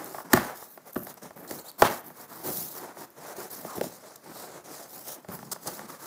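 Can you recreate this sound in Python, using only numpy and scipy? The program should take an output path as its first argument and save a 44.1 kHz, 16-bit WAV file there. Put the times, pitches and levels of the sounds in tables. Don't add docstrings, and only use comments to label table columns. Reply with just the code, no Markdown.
import sys
import numpy as np
from scipy import signal
from scipy.fft import rfft, irfft, next_fast_len
from scipy.io import wavfile
from scipy.ndimage import uniform_filter1d

SR = 44100
rng = np.random.default_rng(int(sys.argv[2]) if len(sys.argv) > 2 else 0)


def dump(signal):
    limited = np.clip(np.atleast_2d(signal).T, -1, 1)
    pcm = np.round(limited * 32767).astype(np.int16)
    wavfile.write(sys.argv[1], SR, pcm)


N = 267362
TIME = np.arange(N) / SR


def amp(db):
    return 10 ** (np.asarray(db) / 20)


def unit(x):
    return x / np.sqrt(np.mean(x ** 2) + 1e-20)


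def read(points, hz):
    f, value = np.transpose(points)
    return np.interp(np.log(hz + 1), np.log(f), value)


def add(mix, s, sound):
    part = mix[max(round(s * SR), 0):][:len(sound)]
    part += sound[:len(part)]


def colour(x, spectrum):
    size = next_fast_len(len(x))
    gain = amp(read(spectrum, np.fft.rfftfreq(size, 1 / SR)))
    return unit(irfft(rfft(x, size) * gain, size)[:len(x)])


def wander(per_s):
    return unit(np.interp(TIME * per_s, np.arange(N), rng.standard_normal(N)))


def resonate(x, hz, width):
    turn = np.exp(2j * np.pi * np.cumsum(hz) / SR)
    r = np.exp(-np.pi * width / SR)
    return 2 * (turn * signal.lfilter([1 - r], [1, -r], x / turn)).real


def slips(per_s, spread_db, smooth, judder_db, judder_per_s):
    sizes = amp(spread_db * np.minimum(rng.exponential(1, N), 4)) * rng.choice([-1, 1], N)
    grains = unit(sizes * (rng.random(N) < per_s / SR))
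    judder = amp(judder_db * wander(judder_per_s))
    return (grains + smooth * rng.standard_normal(N)) * judder


# frequency in Hz, relative spectral level in dB per Hz.
RASP_COLOUR = [(250, -32), (450, -0.5), (650, 0), (900, -2), (1300, -3), (1800, -6.5), (2200, -10.5),
               (2700, -18.5), (4500, -21.5)]
BOOM_COLOUR = [(30, -50), (60, -52), (90, -14), (125, 0), (165, 4.5), (260, -3), (360, -0.5), (460, -7),
               (750, -37)]
HISS_COLOUR = [(1800, -15.5), (2900, -9.5), (4000, -1.5), (5200, 1.5), (6800, 2.5), (9000, -0.5),
               (10500, -2.5), (13000, -11)]
FIZZ_COLOUR = [(7500, -64.5), (9600, -2), (10600, 2), (12500, 5.5), (14500, 11), (16000, 6.5)]


def rubbing():
    (rasp, boom, hiss, fizz), (deep_hz, hollow_hz) = strokes()
    coarse = slips(1100, spread_db=1.0, smooth=0.62, judder_db=1.5, judder_per_s=75)
    fine = off_hand(slips(6000, spread_db=4.0, smooth=0.89, judder_db=1.5, judder_per_s=150))
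    body = rasp * through_panel(coarse, RASP_COLOUR, hollow_hz, width_hz=370, gap_db=1)
    flex = boom * through_panel(coarse, BOOM_COLOUR, deep_hz, width_hz=133, gap_db=11.5)
    return body + flex + hiss * colour(fine, HISS_COLOUR) + fizz * colour(fine, FIZZ_COLOUR)


# start in seconds, rise in seconds, fall in seconds,
# levels at full speed of rasp, boom, hiss and fizz in dB, then the deep and the hollow resonance
# of the air gap beneath in Hz, before drift.
STROKES = [ (-.03, 0.028, .13, -41.5, -44.5, -54.5, -54, 288, 760),
           (.03, 0.045, 0.17, -49.5, -49, -51, -48, 340, 710),
           (.12, 0.075, 0.049, -47.5, -54, -54, -49, 375, 915),
           (0.243, .01, 0.062, -50, -51, -59.5, -65, 291, 894),
           (.295, 0.08, 0.018, -32, -43, -40.5, -42, 280, 870),
           (0.368, 0.051, 0.14, -36.5, -57, -49, -48, 261, 890),
           (.53, 0.071, 0.093, -51, -66, -51, -46.5, 373, 825),
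           (.66, 0.068, 0.066, -81, -79, -63, -49.5, 298, 765),
           (0.851, 0.025, 0.047, -50.5, -63, -57, -50, 293, 614),
           (.96, 0.019, 0.11, -60, -51, -61, -46, 248, 633),
           (1.05, 0.054, 0.03, -46, -53, -51, -48, 220, 706),
           (1.169, 0.0045, 0.019, -50, -74, -56, -63, 240, 704),
           (1.213, 0.018, 0.075, -48, -49.5, -51.5, -56, 260, 670),
           (1.354, 0.016, 0.2, -50, -50, -75, -53, 286, 665),
           (1.477, 0.039, 0.13, -46.5, -46, -49, -44.5, 315, 586),
           (1.63, 0.052, 0.036, -49.5, -62, -53.5, -48, 274, 800),
           (1.779, 0.033, 0.053, -39.5, -43, -43, -35, 340, 760),
           (1.87, 0.071, 0.071, -45.5, -48, -45.5, -43, 290, 740),
           (2.035, 0.035, 0.075, -52.5, -52.5, -63, -48.5, 256, 820),
           (2.14, 0.07, 0.065, -48, -56.5, -53.5, -48, 223, 1130),
           (2.274, .065, 0.33, -48, -53, -53.5, -47, 260, 1030),
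           (2.424, 0.053, 0.068, -40, -38, -43, -36, 312, 593),
           (2.449, 0.14, 0.11, -49, -46, -40.5, -32.5, 192, 674),
           (2.63, 0.067, 0.19, -55.5, -57, -49.5, -42, 290, 720),
           (2.719, 0.079, 0.16, -43.5, -48, -54, -69, 328, 784),
           (2.938, .10, 0.022, -44.5, -47, -51, -50, 334, 820),
           (3.152, 0.054, 0.066, -47, -50.5, -56.5, -62, 330, 694),
           (3.2, 0.11, 0.043, -43.5, -53, -49.5, -51, 340, 690),
           (3.344, 0.056, .10, -42, -46.5, -47, -46.5, 380, 760),
           (3.493, 0.036, 0.15, -48, -50, -49.5, -43, 362, 674),
           (3.641, .015, 0.033, -54, -42, -52, -48, 194, 630),
           (3.62, 0.091, 0.14, -46, -61, -49, -51, 241, 800),
           (3.745, 0.021, 0.035, -48, -39.5, -48.5, -41.5, 315, 620),
           (3.808, 0.037, 0.069, -50, -42.5, -45.5, -45.5, 260, 607),
           (3.89, 0.036, 0.086, -53, -65, -52.5, -55, 260, 625),
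           (3.978, 0.087, 0.14, -51, -59, -56, -70, 323, 567),
           (4.215, 0.072, 0.062, -47.5, -50, -55.5, -60, 295, 790),
           (4.299, 0.12, 0.07, -44.5, -53.5, -47.5, -48.5, 275, 696),
           (4.42, .13, 0.074, -46, -51.5, -52, -67, 356, 544),
           (4.635, 0.022, 0.17, -49.5, -51.5, -52, -58, 340, 600),
           (4.679, 0.079, 0.15, -47, -54.5, -49, -51.5, 315, 614),
           (4.86, 0.11, 0.13, -51, -55.5, -51, -46, 292, 694),
           (5.034, 0.068, 0.074, -47.5, -56, -43.5, -40.5, 288, 660),
           (5.14, 0.036, 0.035, -52, -52.5, -67, -70, 325, 656),
           (5.279, 0.019, 0.036, -46.5, -47, -55, -57, 190, 754),
           (5.309, 0.025, 0.046, -44.5, -46, -51, -40, 184, 855),
           (5.35, 0.04, 0.29, -57, -50.5, -57.5, -60, 188, 1030),
           (5.6, 0.054, .03, -53, -53, -48.5, -47, 255, 750),
           (5.655, 0.021, 0.03, -37, -40.5, -41.5, -48, 252, 750),
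           (5.66, 0.043, 0.13, -45.5, -48.5, -47, -45, 310, 720),
           (5.76, 0.061, 0.075, -46.5, -48.5, -53, -62, 238, 890),
           (5.872, 0.031, 0.083, -43.5, -49, -50, -51.5, 235, 1110),
           (5.969, 0.093, .12, -45.5, -54, -48, -48.5, 330, 990)]
# rasp, boom, hiss and fizz levels in dB.
REST_DB = (-93, -66.5, -67.5, -66)
SPEED_LAW = (0.94, 1.25, 1.03, 0.98)


def strokes(gap_drift=0.037):
    power = amp(REST_DB)[:, None] ** 2 * np.ones(N)
    exponents = np.array(SPEED_LAW)[:, None]
    for start, rise, fall, *db, _, _ in STROKES:
        on = (TIME > start) & (TIME < start + rise + fall)
        arch = np.interp(TIME[on] - start, [0, rise, rise + fall], [0, 1, 0])
        speed = np.sin(np.pi / 2 * arch)
        power[:, on] += (amp(db)[:, None] * speed ** exponents) ** 2
    start, rise, *_, deep_hz, hollow_hz = np.transpose(STROKES)
    drift = np.exp(gap_drift * wander(16))
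    gaps = [drift * np.interp(TIME, start + rise, hz) for hz in (deep_hz, hollow_hz)]
    return np.sqrt(power), gaps


def through_panel(x, spectrum, gap_hz, width_hz, gap_db):
    board = colour(x, spectrum)
    return unit(board + amp(gap_db) * resonate(board, gap_hz, width_hz))


def off_hand(x, delay_s=0.000425, sway=0.41, echo_db=-9):
    delay = delay_s * np.exp(sway * wander(7))
    return unit(x + amp(echo_db) * np.interp(TIME - delay, TIME, x))


# start in seconds, peak level of the ring in dB,
# centre of the ring in Hz, its spread in octaves, crack level relative to the ring in dB before halving.
KNOCKS = [ (.146, -27, 920, 0.72, -25), (.183, -24.5, 1000, 0.32, -24), (0.203, -32.5, 1070, 0.72, -21),
          (.333, -3, 1120, 0.51, 4.5), (.336, -5, 250, 0.77, 8), (.373, -13.5, 1080, 0.69, -7),
          (.624, -32, 990, 0.45, -18), (.776, -36, 930, 0.66, -4), (.958, -28.5, 900, .8, -31),
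          (.962, -23.5, 1040, 0.39, -27), (0.9627, -17.5, 290, 0.96, -22), (.976, -30.5, 600, 0.53, -24),
          (1.025, -40, 696, .6, -16), (1.069, -32, 856, 1, 3), (1.222, -40.5, 600, 1.9, -10),
          (1.307, -35.5, 890, 1.1, -4), (1.448, -37, 1130, 0.7, -14), (1.51, -26, 410, 1.2, 6.5),
          (1.821, 3, 930, 0.9, -2), (2.102, -38, 920, 1.1, -21), (2.483, -24, 370, .5, -25),
          (2.97, -36, 800, 1.4, -7), (3.383, -30, 366, 0.25, -17), (3.648, -27, 520, 0.89, -24),
          (3.78, -24.5, 293, .66, -26), (3.812, -16, 464, 0.34, -5), (3.841, -28, 606, .73, -16),
          (5.074, -34, 708, 1.16, 6), (5.246, -36.5, 700, 1.4, -12), (5.287, -31.5, 193, .88, 0),
          (5.39, -36, 1210, 0.47, 2), (5.428, -33, 990, 0.46, -6), (5.524, -35.5, 444, 1.2, -20),
          (5.561, -33, 960, 0.76, -16), (5.659, -31.5, 400, 0.61, -15), (5.793, -30, 1160, 0.68, -1)]


def knocks():
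    mix = np.zeros(N)
    for start, db, *blow in KNOCKS:
        add(mix, start, amp(db) * knock(*blow))
    return mix


# frequency in Hz, level in dB before the blow's weighting,
# time to decay by 60 dB in seconds.
PANEL_MODES = [(100, 4, 0.062), (134.7, -9.5, 0.155), (173, -3, 0.081), (238.5, 0, 0.036),
               (371.6, 1.5, 0.047), (499, 1, 0.028), (636, 5, 0.034), (845, 2, 0.026), (1088, -1, 0.021),
               (1139, 1, 0.029), (1350, -3.5, 0.034), (1432, 0.5, 0.02), (1790, 6, 0.013),
               (2210, -3, 0.014)]
# frequency in Hz, relative spectral level in dB per Hz (the crowd's before the blow's weighting).
CROWD_COLOUR = [(30, -41), (90, -19), (150, 18), (1000, 10), (1800, -32.5), (2600, -3), (4500, -5.5),
                (9000, -7), (15000, -37)]
CRACK_COLOUR = [(30, -49), (300, -36), (1500, 13), (2800, -9), (4500, 2), (9000, -5.5), (15000, 0)]


def knock(centre_hz, octaves, crack_db, travel_s=0.00047, crowd_db=-11, crowd_s=0.0059,
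          crack_s=0.0015, leak_hz=125):
    t = np.arange(SR // 6) / SR
    hz, db, t60 = np.transpose(PANEL_MODES)[:, :, None]

    def favour(f):
        return 1 / (1 + (np.log2(f / centre_hz) / octaves) ** 2)

    age = np.maximum(t - travel_s * np.sqrt(1000 / hz), 0)
    sides = (-1) ** np.arange(len(PANEL_MODES))[:, None]
    modes = sides * favour(hz) * amp(db - 60 * age / t60) * np.sin(2 * np.pi * hz * age)
    ring = signal.lfilter(*signal.butter(1, leak_hz, "high", fs=SR), modes.sum(0))
    crowd_spectrum = [(f, level + 10 * np.log10(favour(f))) for f, level in CROWD_COLOUR]
    crowd = colour(rng.standard_normal(len(t)), crowd_spectrum) * np.exp(-t / crowd_s)
    crack = colour(rng.standard_normal(len(t)), CRACK_COLOUR) * np.exp(-t / crack_s)
    return ring / abs(ring).max() + amp(crowd_db) * crowd + amp(crack_db) * .5 * crack


# start in seconds, rise in seconds,
# decay time constant in seconds, level in dB before the envelope.
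RATTLES = [(.345, 0.024, 0.032, -27.5), (1.83, 0.022, 0.033, -21.5)]
# frequency in Hz, relative spectral level in dB per Hz.
RATTLE_COLOUR = [(30, -29), (60, -19), (130, 1.5), (400, 0.5), (1000, 1), (2000, -4.5), (2700, -9.5),
                 (4500, -12), (8000, -17.5), (15000, -14.5)]


def rattles():
    mix = np.zeros(N)
    for start, rise, decay, db in RATTLES:
        age = np.maximum(TIME - start, 0)
        swing = np.minimum(age / rise, 1) * np.exp(-np.maximum(age - rise, 0) / decay)
        hits = slips(1400, spread_db=1.5, smooth=0.32, judder_db=2.8, judder_per_s=150)
        mix += amp(db) * swing * colour(hits, RATTLE_COLOUR)
    return mix


# start in seconds, length in seconds,
# level in dB before the envelope, start and end resonance in Hz.
SCRAPES = [(3.675, .105, -43, 1170, 730)]


def scrapes(width_hz=330):
    mix = np.zeros(N)
    for start, length, db, start_hz, end_hz in SCRAPES:
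        u = np.clip((TIME - start) / length, 0, 1)
        hz = start_hz + (end_hz - start_hz) * u ** 2
        force = slips(1500, spread_db=2, smooth=.7, judder_db=1.2, judder_per_s=100)
        ringing = unit(resonate(resonate(force, hz, width_hz), hz, width_hz))
        mix += amp(db) * np.sqrt(4 * u * (1 - u)) * ringing
    return mix


# start in seconds, length in seconds, level in dB before the fades.
SCUFFS = [(1.475, 0.01, -43), (1.508, 0.0088, -37), (3.501, 0.0075, -45), (3.543, .011, -43),
          (4.157, 0.0074, -42.5), (5.073, .005, -45), (5.513, 0.024, -28.5), (5.671, 0.009, -28)]


def scuffs():
    spectrum = [(300, 0), (1200, 4.0), (2600, -13.5), (4600, 3.0),  # (Hz, dB)
                (6500, 3.5), (9500, 4.0), (12000, -3.0), (15000, 4)]
    mix = np.zeros(N)
    for start, length, db in SCUFFS:
        noise = rng.standard_normal(SR // 10)[:int(length * SR)]
        bright = colour(noise, spectrum)
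        add(mix, start, amp(db) * bright * signal.windows.tukey(len(bright), .4))
    return mix


# start in seconds, length in seconds,
# smallest tick level in dB, which random sizes raise.
CRACKLES = [(0.922, .16, -40.5), (1.363, .08, -47.5), (1.8, 0.22, -42.5), (2.041, .05, -42),
            (3.503, .03, -34)]


def crackle(per_s=420, spread_db=4.5):
    level = sum(amp(db) * (TIME > s) * (TIME < s + length) for s, length, db in CRACKLES)
    sizes = amp(spread_db * np.minimum(rng.exponential(1, N), 3))
    pulses = sizes * (rng.random(N) < per_s / SR)
    return signal.oaconvolve(level * pulses, tick(TICK_HZ))[:N]


# start in seconds, level in dB.
TICKS = [(.0445, -20), (.932, -27.5), (0.947, -32), (.978, -23), (.998, -44), (1.026, -37), (1.035, -23),
         (1.142, -28.5), (1.716, -29), (2.083, -28), (2.775, -29), (3.104, -36), (4.159, -32)]


def ticks():
    mix = np.zeros(N)
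    for start, db in TICKS:
        add(mix, start, amp(db) * tick(TICK_HZ))
    return mix


TICK_HZ = 13140


def tick(hz, rise_s=0.000092, grit=0.2):
    t = np.arange(SR // 200) / SR
    envelope = t / rise_s * np.exp(1 - t / rise_s)
    return envelope * (np.sin(2 * np.pi * hz * t) + grit * rng.standard_normal(len(t)))


# start in seconds, length in seconds, level in dB before the fades,
# start, middle and end frequency in Hz, before jitter.
SQUEAKS = [(1.48, 0.026, -51, 3820, 4460, 5900), (1.585, 0.015, -46, 4020, 4200, 4830),
           (1.594, .029, -50, 5240, 7900, 5040), (1.653, 0.033, -54, 3540, 3840, 4240),
           (1.678, 0.032, -46.5, 3170, 4680, 2880), (1.796, .015, -50, 3800, 6130, 8100)]


def squeaks():
    mix = np.zeros(N)
    for start, length, db, *glide in SQUEAKS:
        add(mix, start, amp(db) * squeak(length, glide))
    return mix


def squeak(length, glide, jitter=0.049, overtone=0.78):
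    u = np.linspace(0, 1, int(length * SR))
    waver = unit(uniform_filter1d(rng.standard_normal(SR // 10), size=14))[:len(u)]
    hz = np.polyval(np.polyfit([0, .5, 1], glide, 2), u) * (1 + jitter * waver)
    phase = 2 * np.pi * np.cumsum(hz) / SR
    tone = sum(overtone ** (k - 1) * np.sin(k * phase) * (k * hz < SR / 2) for k in range(1, 4))
    return unit(tone) * signal.windows.tukey(len(u), .5)


# frequency in Hz, time to decay by 60 dB in seconds.
ROOM_T60 = [(100, .36), (300, .39), (900, .45), (2000, .42), (5000, .38), (15000, .32)]
# frequency in Hz, level in dB before the decay scaling.
TAIL_COLOUR = [(40, -28), (120, -4), (300, -13.5), (1200, -11.5), (3000, -8), (8000, -26), (15000, -18)]
# delay in seconds, level in dB.
WALLS = [(0.0134, -25.5), (0.021, -35), (.028, -19.5), (0.04, -27.5)]


def room(x, build_s=0.0076, count=3, turn_hz=70.04):
    wet = np.zeros(N)
    for k in range(count):
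        hz, t, z = signal.stft(rng.standard_normal(SR * 3 // 4), SR, nperseg=256)
        t60 = read(ROOM_T60, hz)[:, None]
        level_db = read(TAIL_COLOUR, hz)[:, None] - 60 * t / t60
        decay = amp(level_db) * np.sqrt(2 * np.log(1000) / (t60 * SR))
        tail = signal.istft(z * decay, SR, nperseg=256)[1]
        tail *= 1 - np.exp(-(np.arange(len(tail)) / SR / build_s) ** 2)
        turn = (TIME * turn_hz + k / count) % 1
        share = np.sin(np.pi * np.minimum(turn * count / 2, 1))
        wet += signal.fftconvolve(x * share, tail)[:N]
    for delay, db in WALLS:
        add(wet, delay, amp(db) * x)
    return wet


# frequency in Hz, relative spectral level in dB per Hz.
BACKGROUND_COLOUR = [(25, -54), (50, -44), (80, -8), (140, 3), (600, 5), (1500, -0.5), (3000, -14.5),
                     (15000, -24.5)]


def background(level_db=-60.5):
    return amp(level_db) * colour(rng.standard_normal(N), BACKGROUND_COLOUR)


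def scene():
    box = rubbing() + knocks() + rattles() + scrapes()
    box += scuffs() + crackle() + ticks() + squeaks()
    return (box + room(box) + background())[None]


def record(dry, ceiling=0.61, low_cut_hz=55, edge_hz=15620):
    thin = signal.lfilter(*signal.butter(2, low_cut_hz, "high", fs=SR), dry)
    loud = ceiling * np.tanh(thin / ceiling)
    band_limit = signal.firwin(511, edge_hz, window=("kaiser", 9), fs=SR)
    return signal.oaconvolve(loud, band_limit[None], "same")


dry = scene()
out = record(dry)
dump(out)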